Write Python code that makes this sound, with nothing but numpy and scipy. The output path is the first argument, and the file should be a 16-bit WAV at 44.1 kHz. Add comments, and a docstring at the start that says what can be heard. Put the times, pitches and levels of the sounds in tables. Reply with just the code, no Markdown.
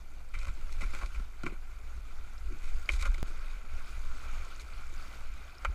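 """A river rushes and gurgles down a rocky channel: random noise and many small rising tones make its bubbles and spray,
and brushing leaves swell the same noise at times. It is heard from a canoe, by a microphone in a sealed, ringing case
on a helmet. Head motion pumps the air in the case into deep rumbles. Twigs and gear brush, tap and bump: short bursts
of noise that ring the case and the shell. Nearby droplets are brief high tones, a soft hiss lies under it all,
and one sudden step of the wave clicks."""
import sys
import numpy as np
from scipy import signal
from scipy.fft import rfft, irfft, next_fast_len
from scipy.io import wavfile
from scipy.ndimage import uniform_filter1d, map_coordinates

SR = 44100
rng = np.random.default_rng(int(sys.argv[2]) if len(sys.argv) > 2 else 0)


def invert_db(x):
    """Field ratio 10**(x/20) for x, a level in decibels (scalar or array-like)."""
    u = np.asarray(x, float) / 20
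    return 10 ** u


def unload_wav(signal):
    """Save mono or channel-first audio to the path in sys.argv[1] as 16-bit WAV at rate SR, clipped to [-1, 1]."""
    wavfile.write(
        sys.argv[1],
        SR,
        np.round(np.clip(np.atleast_2d(signal).T, -1, 1) * 32767).astype(np.int16),
    )


N = 253134  # length of the scene in samples

# Ringing tones (modes) of the case, low to high: pitch_hz, width_hz, level_db (relative)
CASE_MODES = [(554, 70, -6), (870, 420, -12.5), (1076, 98, -1), (1355, 142, 3), (1535, 165, -0.5),
              (2056, 145, -1.5), (2314, 111.4, 3.5), (2468, 161.5, 0), (3090, 137, -10.5), (3677, 740, -7),
              (4730, 880, -10), (5344, 230, -7), (6500, 800, -9), (7870, 650, -8.5), (10750, 1750, -16.5)]
# Ringing tones of the helmet shell under the case: pitch_hz, width_hz, level_db (relative)
SHELL_MODES = [(130, 36, -6.5), (221, 40, -3.5), (351, 49, -1.5)]

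# Tone colours, each a curve of relative level: pitch_hz, level_db
# The river, from big bubbles to fine spray:
GURGLE_COLOUR = [(60, -15), (100, 4.5), (250, -4), (500, -9), (900, -7), (1800, -14.5), (3000, -41)]
RUSH_COLOUR = [(400, -35), (900, -3), (1400, 1.5), (2400, -1.5), (2900, 3), (4000, -10.5), (9000, -44)]
SPLASH_COLOUR = [(2000, -38), (2800, 7.5), (4000, -5), (5300, 1), (6500, -30), (9000, -48)]
SPRAY_COLOUR = [(4000, -11), (5500, 1.5), (7000, 4.5), (9000, 2.5), (12000, -1), (16000, 6.5)]
# The moving mount, from slow lean to shudder:
LEAN_COLOUR = [(4, -14), (10, 1), (19, 1), (27, -23.5), (45, -72)]
SWAY_COLOUR = [(15, -23), (24, 9), (32, 3.5), (42, -5), (60, -8), (90, -71)]
SHUDDER_COLOUR = [(25, -52), (42, 2), (60, 2.5), (80, -17.5), (120, -35.5), (250, -37.5), (500, -70)]
# The microphone:
HISS_COLOUR = [(3000, -32), (7000, 3), (10000, 6), (13000, 9), (16000, -4)]

# Strength of the rushing water, with leaf rustle swelling it near 0.7-1.15 and 2.89 s; random surges
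# come on top: time_s, rush_level_db, spray_over_rush_db
FLOW = [(0.0, -63.5, -8.5), (0.4, -65.5, -7), (0.72, -57, -9), (0.95, -53.5, -8.5), (1.15, -57, -8),
        (1.27, -60, -10), (1.7, -63, -8.5), (2.05, -61, -9.5), (2.4, -59.5, -9), (2.89, -56.5, -8.5),
        (3.37, -55.5, -11), (3.7, -57.5, -12), (3.9, -55.5, -8.5), (4.12, -56.5, -9.5),
        (4.35, -53.5, -12.5), (4.8, -55.5, -10.5), (5.03, -54.5, -10), (5.74, -57.5, -13)]
# Strength of the slow lean of the head, before its random wander: time_s, level_db
MOTION = [(0.0, -41), (0.4, -37.5), (0.78, -29), (1.1, -36), (1.5, -37.5), (2.0, -38), (2.45, -34.5),
          (2.76, -24.5), (3.0, -35), (3.26, -29), (3.6, -36.5), (4.0, -34), (4.37, -29.5), (4.6, -45),
          (4.9, -33.5), (5.1, -39), (5.3, -30.5), (5.55, -47), (5.74, -37.5)]
# Jolts of the mount: peak_s, sway_level_db, shudder_over_sway_db
JOLTS = [(0.03, -53.5, -21), (0.371, -33.5, -7), (0.491, -31.5, -2), (0.64, -40, -11), (0.831, -30, -2.5),
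         (1.05, -31.5, -13), (1.196, -29.5, -7.5), (1.37, -47, -4), (1.84, -47, -2), (1.98, -46, 3),
         (2.219, -40.5, -2.5), (2.49, -31, -6), (2.75, -36.5, -9.5), (2.939, -22.5, -22), (3.021, -41, 0),
         (3.099, -20, -15), (3.21, -45, 2), (3.548, -34, -17), (3.74, -44.5, 1), (3.969, -36, -5),
         (4.12, -38, -15), (4.64, -38.5, -23), (4.751, -36.5, -9), (4.971, -40.5, -7), (5.32, -46.5, -2),
         (5.691, -25, -18)]

# The touch levels below set the force; the gains of the touches and of the ringing come on top.
# Brushing strokes: start_s, force_db, low_case_modes_db (over force), top_case_modes_db (over force), length_s
BRUSHES = [(0.338, -30, -11, -17.5, 0.039), (0.3933, -35.5, -19, -14, 0.04),
           (0.4144, -37.5, -11, -12.5, 0.065), (0.467, -36, -6.5, -13, 0.04), (0.7189, -42, -24, -6, 0.033),
           (0.8063, -29.5, -8.5, -14.5, 0.049), (0.9345, -32, -8.5, -14, 0.032),
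           (0.984, -33.5, -11, -14, 0.016), (1.0115, -31.5, -1.5, -15.5, 0.03),
           (1.145, -33.5, -12.5, -18, 0.025), (1.4578, -34, -2.5, -11.5, 0.026),
           (1.481, -41, -11, -28, 0.047), (1.53, -42.5, -5.5, -24, 0.024),
           (2.6197, -41.5, -10, -11.5, 0.098), (2.6801, -39, -25, -11.5, 0.032), (2.907, -40, -9, -1, 0.07),
           (2.9905, -31.5, -17, -11.5, 0.046), (3.0072, -41, -21, -1, 0.036), (3.025, -30, -6, -31, 0.026),
           (3.0518, -29, -3.5, -10.5, 0.024), (3.14, -33.5, -12.5, -13, 0.013),
           (3.2685, -45, -4, -6, 0.067), (4.596, -40.5, -25, -4.5, 0.031), (5.716, -46, -4, -21, 0.03)]
# Sharp taps: start_s, force_db, shell_db, low_case_modes_db, top_case_modes_db (last three over force)
TAPS = [(0.388, -39, -33, -8, 0), (0.6923, -41.5, -23, -2.5, -17), (0.8212, -32, -14, -15, -21),
        (0.9058, -39, -23, -11, -9), (0.934, -38.5, -12, 2, -19), (0.9491, -32, -24, -11, -17),
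        (1.0308, -36, -8, -12, -18), (1.06, -33, -16, -16, -7), (1.198, -46, 3.5, 0, -16),
        (1.434, -28.5, 3.5, -7.5, -12.5), (1.4636, -17.5, -10.5, -13, -27), (1.5223, -40, 2.5, -17, -25),
        (2.8901, -6, -30.5, -21.5, -28), (2.8973, -22.5, -19, -11, -17), (2.9361, -26, -23, -29, -16),
        (3.024, -24, -33, -20, -6), (3.0524, -21, -31, -11, -40), (3.0607, -28.5, -26, -4, -28),
        (3.1802, -32.5, -14, -11.5, -13), (5.2106, -44, -20, 3, -21), (5.6482, -16, -37, -2.5, -18),
        (5.654, -18, -31.5, -9.5, -31)]
# Dull bumps: start_s, force_db, length_s
BUMPS = [(0.478, -52.5, 0.031), (0.575, -47, 0.018), (0.81, -45, 0.047), (1.017, -48.5, 0.037),
         (1.44, -39, 0.051), (1.49, -46.5, 0.05), (2.4988, -46, 0.061), (3.2685, -53, 0.06)]
# Nearby droplets, all turned down together later: start_s, level_db, pitch_hz
DROPLETS = [(2.381, -38.5, 5150), (2.803, -62, 4650), (2.859, -35, 4700), (2.9921, -43, 4530),
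            (3.0774, -50, 4450), (4.0751, -44, 4590), (4.4503, -35, 6660), (4.562, -35, 6500),
            (4.597, -31.5, 4140), (4.7354, -37, 4430), (4.9403, -36, 6500), (4.979, -38, 4630),
            (5.025, -37, 4570), (5.3394, -40, 7240), (5.5523, -40, 4370), (5.5836, -33.5, 5200)]
# The one sudden step of the wave: time_s, height_db, settling_s
STEP = (3.2292, -23, 0.044)


def along(points, hz):
    """Reads a curve of (pitch, value) points, evenly by musical interval; very low outside it."""
    f, v = np.transpose(points)
    return np.interp(np.log(hz + 1), np.log(f + 1), v, left=-120, right=-120)


def unit(x):
    """Scales a sound to an average (rms) level of 1."""
    return x / np.sqrt(np.mean(x ** 2) + 1e-20)


def curves(rows):
    """Joins the table rows by straight lines: one value per sample for each column after the time."""
    s, *columns = np.transpose(rows)
    return [np.interp(np.arange(N) / SR, s, column) for column in columns]


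def wobble(rate):
    """A smooth random curve through `rate` random points a second."""
    points = rng.standard_normal(int(N * rate / SR) + 4)
    return map_coordinates(points, [np.arange(N) * rate / SR])


def filtered(x, response):
    """Shapes a sound by multiplying each of its frequencies by the response there."""
    m = next_fast_len(N + 8192)
    return irfft(rfft(x, m) * response(np.fft.rfftfreq(m, 1 / SR)), m)[..., :N]


def coloured_noise(colour):
    """White noise shaped to a tone colour."""
    return filtered(rng.standard_normal(N), lambda hz: invert_db(along(colour, hz)))


def ringing(modes, hz):
    """Response of a body that rings at several pitches; a wider mode dies away sooner."""
    total = 0
    for k, (centre, width, db) in enumerate(modes):
        mode = 1j * hz * width / (centre * centre - hz * hz + 1j * hz * width)
        total = total + (-1) ** k * invert_db(db) * mode  # neighbours swing in opposite directions
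    return total


def patchy(depth_db):
    """White noise whose loudness varies at random in patches of time and pitch."""
    z = signal.stft(rng.standard_normal(N), nperseg=512)[2]
    field = uniform_filter1d(rng.standard_normal(z.shape), 8, 0)
    field = uniform_filter1d(field, 8, 1)
    return signal.istft(z * invert_db(depth_db * unit(field)), nperseg=512)[1][:N]


def chirps(s, db, hz, cycles, rise):
    """Bubbles: dying tones with a soft start whose pitch rises as they surface."""
    t = np.arange(1200) / SR
    u = t * hz[:, None] / cycles  # age of the bubble: 1 after this many cycles
    envelope = np.exp(-3 * u) * (1 - np.exp(-12 * u))
    wave = invert_db(db)[:, None] * envelope * np.sin(2 * np.pi * cycles * u * (1 + rise * u))
    at = (s * SR).astype(int)[:, None] + np.arange(1200)
    return np.bincount(at.ravel(), wave.ravel(), N + 1200)[:N]


def swarm(count, centre_hz, spread, cycles):
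    """Bubbles of similar size, and so of similar pitch, at random times."""
    z = rng.standard_normal((count, 2))
    hz = np.clip(centre_hz * np.exp(spread * z[:, 0]), 200, 14000)
    level_db = 3 * z[:, 1]
    return unit(chirps(rng.random(count) * N / SR, level_db, hz, cycles, rise=0.17))


def through_case(x, colour):
    """Coloured sound that rings the case; arriving from all sides, it blurs the modes."""
    smeared = [(centre, 1.22 * width, db) for centre, width, db in CASE_MODES]
    leak = 0.06  # a little passes the walls without ringing them
    return filtered(x, lambda hz: invert_db(along(colour, hz)) * (ringing(smeared, hz) + leak))


def river():
    """Bubbling water, swelled at times by leaf rustle: four layers of noise and bubble tones, large to fine."""
    surge_db = 1.11 * wobble(11) + 0.5 * wobble(35)  # shared by all layers
    gurgle = patchy(depth_db=0.95) + 0.21 * swarm(count=1500, centre_hz=653, spread=0.359, cycles=6.3)
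    rush = patchy(depth_db=2.0) + 0.26 * swarm(count=3000, centre_hz=1803, spread=0.42, cycles=3.8)
    splash = patchy(depth_db=2.1) + 0.31 * swarm(count=1500, centre_hz=4080, spread=0.253, cycles=4.8)
    spray = patchy(depth_db=2.0) + 0.38 * swarm(count=1500, centre_hz=9040, spread=0.333, cycles=11)
    gurgle = filtered(gurgle, lambda hz: invert_db(along(GURGLE_COLOUR, hz)))
    rush = through_case(rush, RUSH_COLOUR)
    splash = through_case(splash, SPLASH_COLOUR)
    spray = through_case(spray, SPRAY_COLOUR)

    flow_db, spray_db = curves(FLOW)
    gurgle_db = -61 + 0.47 * (flow_db + 58)  # big bubbles follow the flow only in part
    splash_db = flow_db - 2 + 0.62 * spray_db  # middle bubbles partly follow the spray
    layers = ((gurgle_db, gurgle), (flow_db, rush), (splash_db, splash), (flow_db + spray_db, spray))
    return sum(invert_db(db + surge_db) * unit(x) for db, x in layers)


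def steady(colour):
    """Coloured noise with its random swells mostly levelled, like a swinging mass."""
    x = unit(coloured_noise(colour))
    swell = np.abs(signal.hilbert(x, next_fast_len(N))[:N])
    return unit(x / (uniform_filter1d(swell, size=900) + 0.37))


def mount():
    """Head motion pumps the sealed air: a slow lean, and jolts that build and fade over a restless base."""
    build_db_per_s, fade_db_per_s = 338, 281
    uneven_db = 3  # size of the random wander
    lean_db, = curves(MOTION)
    restless_db = 0.4 * (lean_db - lean_db.mean())  # sway and shudder follow the lean in part
    sway = invert_db(-55 + restless_db + uneven_db * wobble(27))
    shudder = invert_db(-50.5 + restless_db + uneven_db * wobble(18))
    for s, db, over_db in JOLTS:
        t = np.arange(N) / SR - s
        jolt = invert_db(db - np.where(t < 0, -build_db_per_s, fade_db_per_s) * t)
        sway = sway + jolt
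        shudder = shudder + invert_db(over_db) * jolt
    lean = invert_db(lean_db + uneven_db * wobble(9))
    return sway * steady(SWAY_COLOUR) + shudder * steady(SHUDDER_COLOUR) + lean * steady(LEAN_COLOUR)


def microphone_hiss():
    """The faint steady noise of the microphone."""
    return invert_db(-78) * unit(coloured_noise(HISS_COLOUR))


def contact_response(modes):
    """Ringing under a soft contact, which drives little above the top mode of its group."""
    return lambda hz: ringing(modes, hz) / (1 + 1j * hz / (1.43 * modes[-1][0])) ** 2


def contacts(rows, rise, grit_db, square, blow):
    """Each touch is a first blow and a gritty burst of force that rings four groups of modes in its own mix."""
    force = np.zeros((4, N + SR))
    t = np.arange(SR // 5) / SR
    for s, db, shell_db, low_db, top_db, length in rows:
        shape = np.minimum(t / rise, 1) * np.exp(-(t / max(length, 1e-3)) ** square)
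        grit = invert_db(grit_db * np.repeat(rng.standard_normal(len(t) // 60), 60))  # roughness in small steps
        burst = shape * grit * rng.standard_normal((4, len(t)))
        burst[:, :7] = blow * np.hanning(7)
        mix_db = np.array([[shell_db], [low_db], [0], [top_db]])
        force[:, round(s * SR):][:, :len(t)] += invert_db(db + mix_db) * burst
    groups = SHELL_MODES, CASE_MODES[:5], CASE_MODES[5:9], CASE_MODES[9:]
    gains_db = [19.8, 9.7, 0.5, 6.2]
    return sum(invert_db(gain) * filtered(f[:N], contact_response(modes))
               for f, modes, gain in zip(force, groups, gains_db))


def brushes_and_bumps():
    """Strokes are long gritty bursts; dull bumps press the shell and hardly drive the top case modes."""
    rows = [(s, db, -29, low_db, top_db, length) for s, db, low_db, top_db, length in BRUSHES]
    rows += [(s, db, 0, -16, -60, length) for s, db, length in BUMPS]
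    return invert_db(-1.0) * contacts(rows, rise=0.0021, grit_db=4.5, square=2.6, blow=3.4)


def taps():
    """Sharp taps: a hard first blow and a very short contact."""
    contact_s = 0.0052
    rows = [(*row, contact_s) for row in TAPS]
    return invert_db(1.0) * contacts(rows, rise=0.00039, grit_db=-2.0, square=0.98, blow=4.14)


def droplets():
    """Nearby droplets: short bubble tones, almost level in pitch."""
    s, db, hz = np.transpose(DROPLETS)
    return chirps(s, db - 4.0, hz, cycles=12.6, rise=0.013)


def sudden_step():
    """The wave drifts up, drops in one step, then settles back: a click with a low thump."""
    s, db, settle = STEP
    t = np.arange(N) / SR - s
    return -invert_db(db) / 2 * np.where(t < 0, -1, 1) * np.exp(-np.abs(t) / settle)


def scene():
    """River with leaf rustle, mount rumble, touches on case and helmet, and droplets."""
    return (river() + mount() + brushes_and_bumps() + taps() + droplets())[None]


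def roll_off(x):
    """The treble ends steeply here."""
    return signal.sosfilt(signal.butter(12, 16490, fs=SR, output="sos"), x)


def record(dry):
    """Adds microphone hiss, removes all above a top pitch, then adds the sudden step."""
    top_hz = 15250
    # a short ramp to silence keeps the end from cutting off sharply in the filter
    heard = np.pad(dry + microphone_hiss(), [(0, 0), (0, SR // 10)], "linear_ramp")
    mix = filtered(heard, lambda hz: hz < top_hz) + sudden_step()
    return roll_off(mix)


dry = scene()
out = record(dry)
unload_wav(out)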